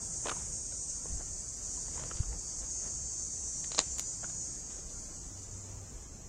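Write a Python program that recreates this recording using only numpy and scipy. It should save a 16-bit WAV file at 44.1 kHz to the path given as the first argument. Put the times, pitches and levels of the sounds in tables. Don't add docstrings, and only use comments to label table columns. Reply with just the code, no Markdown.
import sys
import numpy as np
from scipy import signal
from scipy.fft import rfft, irfft, next_fast_len
from scipy.io import wavfile
from scipy.ndimage import uniform_filter1d

SR = 44100
rng = np.random.default_rng(int(sys.argv[2]) if len(sys.argv) > 2 else 0)


def amplitude_ratio(level_db):
    exponent = np.asarray(level_db, float) / 20
    return 10 ** exponent


def int16_out(signal):
    q = np.round(np.clip(np.atleast_2d(signal).T, -1, 1) * 32767)
    wavfile.write(sys.argv[1], SR, q.astype(np.int16))


N = 277355
TIME_S = np.arange(N) / SR


def white():
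    return rng.standard_normal(N)


def rms_one(x):
    return x / np.sqrt(np.mean(x ** 2) + 1e-20)


def in_time(rows, silent=None):
    s, *columns = np.transpose(rows)
    return [np.interp(TIME_S, s, column, silent, silent) for column in columns]


def at_hz(points, hz):
    points_hz, points_db = np.transpose(points)
    return np.interp(np.log(hz), np.log(points_hz), points_db, -90, -90)


def drift(rate_hz):
    r = np.exp(-80 * np.pi * rate_hz / SR)
    chance = rng.standard_normal(N // 40 + 2002)
    slow = signal.lfilter([1], [1, -2 * r, r * r], chance)[2000:]
    return np.interp(np.arange(N) / 40, np.arange(len(slow)), rms_one(slow))


def coloured(spectrum, x):
    size = next_fast_len(N)
    hz = np.arange(1, size // 2 + 2) * SR / size
    return rms_one(irfft(rfft(x, size) * amplitude_ratio(at_hz(spectrum, hz)), size)[:N])


def band(x, low_hz, high_hz):
    return signal.sosfilt(signal.butter(2, [low_hz, high_hz], "band", fs=SR, output="sos"), x)


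def ring(clicks, hz, t60_s):
    r = amplitude_ratio(-60 / (max(t60_s, 1e-3) * SR))
    w = 2 * np.pi * hz / SR
    return signal.lfilter([0, np.sin(w)], [1, -2 * r * np.cos(w), r * r], clicks + 1e-18)


def clicks_at(times_s, heights):
    out = np.zeros(N)
    np.add.at(out, np.round(np.asarray(times_s) * SR).astype(int), heights)
    return out


def cicada(cycles_hz, spectrum, second, echo_s):
    turns = 2 * np.cumsum(cycles_hz) / SR + rng.random()
    at = np.flatnonzero(np.diff(np.floor(turns)))
    late = (np.ceil(turns[at]) - turns[at]) / (turns[at + 1] - turns[at])
    height = np.where(np.floor(turns[at]) % 2, second[at], 1)
    buckles = np.zeros(N)
    buckles[at] = height * (1 - late)
    buckles[at + 1] = height * late
    echoes = rng.standard_normal(8000) * np.exp(-np.arange(8000) / SR / echo_s)
    return coloured(spectrum, signal.fftconvolve(buckles, echoes)[:N])


def crowd(spectrum, count, hiss_share):
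    out = 0
    for start_hz, speeding in rng.uniform([160, 0.3], [195, 1.4], (count, 2)):
        cycles_hz = start_hz + speeding * TIME_S + 0.25 * drift(1.5) + 0.0995 * drift(8.47)
        song = cicada(cycles_hz, spectrum, second=np.full(N, 0.5), echo_s=0.048)
        out = out + amplitude_ratio(0.58 * drift(0.48)) * song
    return rms_one(rms_one(out) + hiss_share * coloured(spectrum, white()))


# (time [s], level [dB])
CHORUS_LEVEL = [(0.0, -38.5), (0.47, -37.5), (0.62, -41), (0.91, -38), (1.1, -41), (1.5, -39),
                (1.89, -38.5), (2.28, -42.5), (2.65, -41.5), (2.94, -39.5), (3.3, -40), (3.9, -43.5),
                (4.1, -41.5), (4.31, -41.5), (4.65, -44), (5.27, -48), (5.69, -47.5), (6.29, -55)]
LOW_LEVEL = [(0.0, -55), (0.3, -64.5), (1.1, -59.5), (2.0, -55.5), (3.0, -56.5), (3.5, -59.5), (3.9, -53.5),
             (4.3, -59.5), (5.27, -64), (6.29, -74)]
# (frequency [Hz], density [dB per Hz])
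SONG = [(3060, -47.5), (5200, -16.5), (6390, 0), (6770, 1), (8750, -10.5), (9780, -29.5), (12700, -58),
        (21500, -120)]
LOW_SONG = [(4150, -35), (4400, -1.5), (4700, 4), (5300, -8.5), (6000, 10.5)]
EDGE_SONG = [(8600, -13), (9000, 3.5), (9600, -3.5), (10000, -14), (10250, -35)]


def chorus():
    (main_db,), (low_db,) = in_time(CHORUS_LEVEL), in_time(LOW_LEVEL)
    main_gain = amplitude_ratio(main_db - 3.5 + 0.92 * drift(6.4) + 1.3 * drift(24.0))
    main = main_gain * crowd(SONG, count=6, hiss_share=0.8)
    edge = crowd(EDGE_SONG, count=2, hiss_share=0.97)
    low = amplitude_ratio(low_db + 2.0 * drift(14.0)) * crowd(LOW_SONG, count=3, hiss_share=0.49)
    edge_db, fade_db_per_s, waver_db = -56.5, 4.5, 2.5
    edge_gain = amplitude_ratio(edge_db - fade_db_per_s * TIME_S + waver_db * drift(2.8))
    return main + edge_gain * edge + low


def near_singer(speed, loudness, gain_db, second):
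    (cycles_hz,), (level_db,) = in_time(speed), in_time(loudness, silent=-120)
    level = uniform_filter1d(amplitude_ratio(level_db + gain_db), size=4000) * amplitude_ratio(1.5 * drift(4.0))
    return level * cicada(cycles_hz + 0.0824 * drift(7.9), SONG, second, echo_s=0.022)


# (time [s], song cycles [Hz])
SPEED_A = [(0.0, 178.5), (1.0, 179.1), (2.0, 179.95), (3.0, 181.15), (4.0, 182.5), (4.75, 183.3),
           (5.25, 184.6), (5.75, 184.5)]
SPEED_B = [(1.0, 173.0), (1.75, 174.0), (2.5, 174.45), (3.5, 176.4), (4.0, 177.3), (4.5, 179.25),
           (5.5, 178.9)]
# (time [s], level [dB])
LEVEL_A = [(0.0, -45), (0.9, -43), (1.25, -52), (3.75, -49.5), (4.0, -51), (5.0, -48.5), (5.75, -64)]
LEVEL_B = [(1.0, -56), (1.75, -49.5), (3.7, -45), (4.0, -47), (4.4, -45.5), (4.75, -59.5), (5.5, -56.5)]


def near_singers():
    turn_s = 4
    facing = 0.5 * np.tanh(TIME_S - turn_s)
    first = near_singer(SPEED_A, LEVEL_A, gain_db=0.85, second=facing)
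    return first + near_singer(SPEED_B, LEVEL_B, gain_db=2.0, second=np.full(N, 0.5))


# (frequency [Hz], density [dB per Hz])
HILLSIDE = [(2530, -49), (4300, -10), (4950, -25), (5090, -10), (5530, -6.5), (6280, -0.5), (6560, 0),
            (7150, 1.5), (9780, -22), (12700, -40), (21500, -120)]


def far_hillside():
    level_db = -50.5
    return amplitude_ratio(level_db - 2.5) * coloured(HILLSIDE, white())


# (frequency [Hz], density [dB per Hz])
AIR = [(150, -1.5), (300, -3.5), (600, -7.5), (1200, -13.5), (2500, -18.5), (4000, -21), (8000, -21.5),
       (10000, -26), (12000, -30), (16000, -30)]


def forest_air():
    level_db = -55.5
    return amplitude_ratio(level_db + 0.43 * drift(2.0)) * coloured(AIR, white())


# (time [s], rise over calm [dB], length [s])
GUSTS = [(0.5, 5, 0.38), (1.134, 17, 0.09), (1.304, 8, .12), (1.855, 5, 0.62), (2.3, 10.5, .12),
         (2.64, 6, 0.2), (3.03, 8, 0.082), (3.43, 2, 0.062), (3.902, 11.5, 0.056), (4.9, 7, 0.33),
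         (5.255, 9, 0.055), (5.5, 3, 0.09), (5.764, 8, 0.091), (6.034, 7, 0.2), (6.29, 9, 0.045)]


def wind():
    deep_db, low_db, lumps_db, low_follows = -54.5, -55, 2, 0.044
    gust_db = sum(db * np.exp(-((TIME_S - s) / length_s) ** 2 * 2) for s, db, length_s in GUSTS)
    deep = amplitude_ratio(deep_db + gust_db) * rms_one(band(white(), 24.7, 63.8))
    low_gain = amplitude_ratio(low_db + low_follows * gust_db + lumps_db * drift(2.3))
    return deep + low_gain * rms_one(band(white(), 58.0, 155.7))


def swell(s, db, rise_s, fall_s):
    range_db = 20
    age = TIME_S - s
    spans = np.where(age < 0, -age / max(rise_s, 0.002), age / max(fall_s, 0.002))
    return amplitude_ratio(db - range_db * np.minimum(spans, 6))


# (most pressure [s], level [dB], brightness [dB], build-up [s], dying away [s])
SCUFFS = [(0.258, -40, -8, .02, 0.088), (0.3, -42.5, -8, 0.051, 0.0077), (0.316, -36, -28, 0.0082, 0.023),
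          (0.4, -50.5, -10, 0.22, 0.23), (1.058, -47, -20, 0.017, 0.052), (1.214, -47.5, -26, 0.11, 0.014),
          (2.0, -46.5, -8, 0.21, 0.22), (2.113, -43, -22, .012, 0.011), (2.158, -54, -3, .015, 0.12),
          (2.33, -48, -18, 0.036, 0.084), (2.63, -50.5, -12, .06, 0.071), (2.872, -46.5, -16, 0.1, 0.046),
          (3.646, -60, 5, 0.044, .01), (3.75, -55.5, 8, 0.077, .03), (3.784, -56, 7.5, .02, 0.16),
          (4.24, -39.5, -16, 0.014, 0.022), (4.352, -52, -20, 0.046, .03), (4.7, -53.5, -2, .01, 0.1),
          (4.786, -46.5, -9, .012, 0.02)]


def crunch(per_s, spread_db, cycles):
    sizes = amplitude_ratio(spread_db * np.minimum(rng.exponential(1, N), 4)) * rng.choice([-1, 1], N)
    grains = sizes * (rng.random(N) < per_s / SR)
    dealt = rng.integers(0, 16, N)
    pitches_hz = np.geomspace(330, 4600, 16)
    rings = [ring(grains * (dealt == k), hz, cycles / hz) for k, hz in enumerate(pitches_hz)]
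    coarse, fine = rms_one(sum(rings[:11])), rms_one(sum(rings[11:]))
    out = np.zeros(N)
    for s, db, bright_db, rise_s, fall_s in SCUFFS:
        out += swell(s, db - 4.5, rise_s, fall_s) * (coarse + amplitude_ratio(bright_db) * fine)
    return out


# (time [s], peak [dB], pitch [Hz], bright tick re peak [dB])
CRACKS = [(0.255, -21, 446, -17), (0.26, -26, 730, -27), (0.268, -23, 550, -6.5), (0.282, -22, 467, -15),
          (0.283, -25, 1490, -2), (0.293, -21.5, 1420, -6), (0.296, -26, 1230, -2), (0.314, -22, 1260, -21),
          (0.364, -35, 970, -16), (0.404, -38, 514, -25), (0.722, -37.5, 645, -10.5),
          (1.055, -30.5, 447, -26), (1.207, -34.5, 730, -21), (1.88, -35.5, 850, -24),
          (1.976, -35, 960, -19), (1.994, -31, 660, -17), (2.035, -31, 533, -6.5), (2.06, -36, 476, -21),
          (2.111, -28, 1310, -26), (2.17, -36.5, 740, -6), (2.23, -32.5, 1300, -26), (2.326, -39, 860, -20),
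          (2.838, -41, 501, -21), (2.864, -38, 760, -29), (3.641, -36.5, 1780, -1), (3.777, -32, 999, -5),
          (3.813, -29, 711, -14), (4.23, -32.5, 705, -14), (4.242, -31.5, 1500, -21),
          (4.297, -41.5, 724, -4)]


def cracks():
    rise_s, t60_s = 0.0015, 0.014
    out, age = np.zeros(N), np.arange(1500) / SR
    for s, peak_db, hz, tick_db in CRACKS:
        start = round((s + rise_s) * SR)
        chance = rng.standard_normal((2, 1500))
        crumbs = 0.078 * chance[0] * np.exp(-age / 0.0055)
        push = amplitude_ratio(peak_db - 7.0) * ((age == 0) + crumbs)
        overtone = 0.44 * min(1, 700 / hz) * ring(push, 2.3 * hz, 0.8 * t60_s)
        tick = amplitude_ratio(peak_db + tick_db + 3.5) * band(chance[1] * np.exp(-age / 0.0023), 1250, 4800)
        out[start:start + 1500] += ring(push, hz, t60_s) - overtone + tick
    return out


# (time [s], peak [dB], pitch [Hz])
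KNOCKS = [
    (1.119, -33, 45),
    (1.152, -31.5, 35),
    (2.151, -32, 54.6),
    (2.202, -19.5, 73),
]


def knocks():
    out = np.zeros(N)
    for s, peak_db, hz in KNOCKS:
        turn = (TIME_S - s) * hz - 0.3
        out -= amplitude_ratio(peak_db) * np.exp(-(3.0 * turn) ** 2) * np.cos(2 * np.pi * turn + 0.4)
    return out


# (time [s], peak [dB], pitch [Hz], t60 [s])
PEBBLES = [
    (1.774, -51, 996, .08),
    (4.96, -62, 1400, 0.28),
]


def pebbles():
    return sum(ring(clicks_at([s], amplitude_ratio(peak_db)), hz, t60_s) for s, peak_db, hz, t60_s in PEBBLES)


def struck(modes, times_s, blow_db):
    return sum(ring(clicks_at(times_s, amplitude_ratio(blow_db + db)), hz, t60_s) for hz, db, t60_s in modes)


# (time [s], thin ring [dB], woody body [dB])
TWIG = [
    (3.7186, -24, -27),
    (3.7474, -52, -23.5),
    (3.7812, -43, -18.5),
    (3.7846, -28, -18),
    (3.7864, -26, -19.5),
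    (3.7909, -4, -11.5),
    (3.7920, -10, -25),
    (3.8027, -18, -43),
    (3.8115, -22, -56),
]
STALK = [
    (3.9840, -20.5, -58),
    (3.9903, -33, -55),
    (3.9954, -13.5, -38),
    (3.9968, -26, -50),
    (3.9982, -42, -60),
]
# (frequency [Hz], level [dB], t60 [s])
LOW_MODES = [(674, 1, 0.0061), (1080, 10.5, 0.0023)]
MIDDLE_MODES = [(2000, -33, 0.0017), (2870, -17, 0.0017), (4230, -6, 0.0072), (5070, -5, 0.0066)]
MAIN_MODES = [(6870, -5, 0.0086), (7530, -10, 0.0035), (8790, -9.5, 0.013)]
TOP_MODES = [(10370, 6, 0.0058), (12400, 2, 0.0032), (14500, -12, .004)]


def twig():
    twig_low_db, stalk_low_db, stalk_top_db = -16, -39, -24.5
    wood = 0
    for rows, low_db in ((TWIG, twig_low_db), (STALK, stalk_low_db)):
        s, thin_db, body_db = np.transpose(rows)
        wood = wood + struck(LOW_MODES, s, body_db + low_db)
        wood = wood + struck(MIDDLE_MODES, s, body_db) + struck(MAIN_MODES, s, thin_db)
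    top = struck(TOP_MODES, s, thin_db + stalk_top_db)
    wood_edge = signal.cheby2(8, 50, 10200, fs=SR, output="sos")
    out = signal.sosfilt(wood_edge, band(wood, 300, 9500)) + band(top, 9000, 15500)
    scatter = rng.standard_normal(3000) * amplitude_ratio(-32 - 60 * np.arange(3000) / SR / 0.08)
    return out + signal.fftconvolve(out, scatter)[:N]


# (start [s], length [s], pitch [Hz], level [dB])
HUM = [
    (5.298, 0.15, 94.5, -54),
    (5.478, .42, 97.3, -52),
]


def far_engine():
    ramp_s = 0.044
    out = np.zeros(N)
    for s, length_s, hz, db in HUM:
        inside_s = np.minimum(TIME_S - s, s + length_s - TIME_S)
        gate = np.clip(inside_s / ramp_s + 0.5, 0, 1) ** 2
        out += amplitude_ratio(db + 4.5) * gate * np.sin(2 * np.pi * hz * TIME_S)
    return out


def scene():
    insects = chorus() + near_singers() + far_hillside()
    rumble = wind() + knocks() + far_engine()
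    ground = crunch(per_s=2000, spread_db=-2.0, cycles=3.5) + cracks() + pebbles()
    steps = band(ground, 346, 9500) + twig()
    return (insects + forest_air() + rumble + steps)[None]


# (frequency [Hz], share of usual power removed [ratio])
FLOOR_SHARE = [(20, 0), (600, 0.33), (1500, 0.62), (3000, 0.91), (4200, 1), (4700, 0.1), (8800, 0.083),
               (9800, 1.03), (22050, 1.7)]


def thinned_floor(x):
    hz, _, bins = signal.stft(x, SR, nperseg=2048)
    power = np.abs(bins) ** 2 + 1e-20
    usual = uniform_filter1d(np.median(power, axis=1), size=9)[:, None]
    share = np.interp(hz, *np.transpose(FLOOR_SHARE))[:, None]
    steady = uniform_filter1d(power, size=2, axis=1)
    gain = np.sqrt(np.clip(1 - share * usual / steady, 0.01, 1))
    patch = uniform_filter1d(steady, size=5, axis=0)
    gain = gain * (patch > 0.87 * np.minimum(share, 1) * usual)
    return signal.istft(bins * gain, SR, nperseg=2048)[1][:N]


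def roll_off(x):
    return signal.sosfilt(signal.butter(12, 15720, fs=SR, output="sos"), x)


def record(dry):
    mix = thinned_floor(dry[0])[None]
    return roll_off(mix)


dry = scene()
out = record(dry)
int16_out(out)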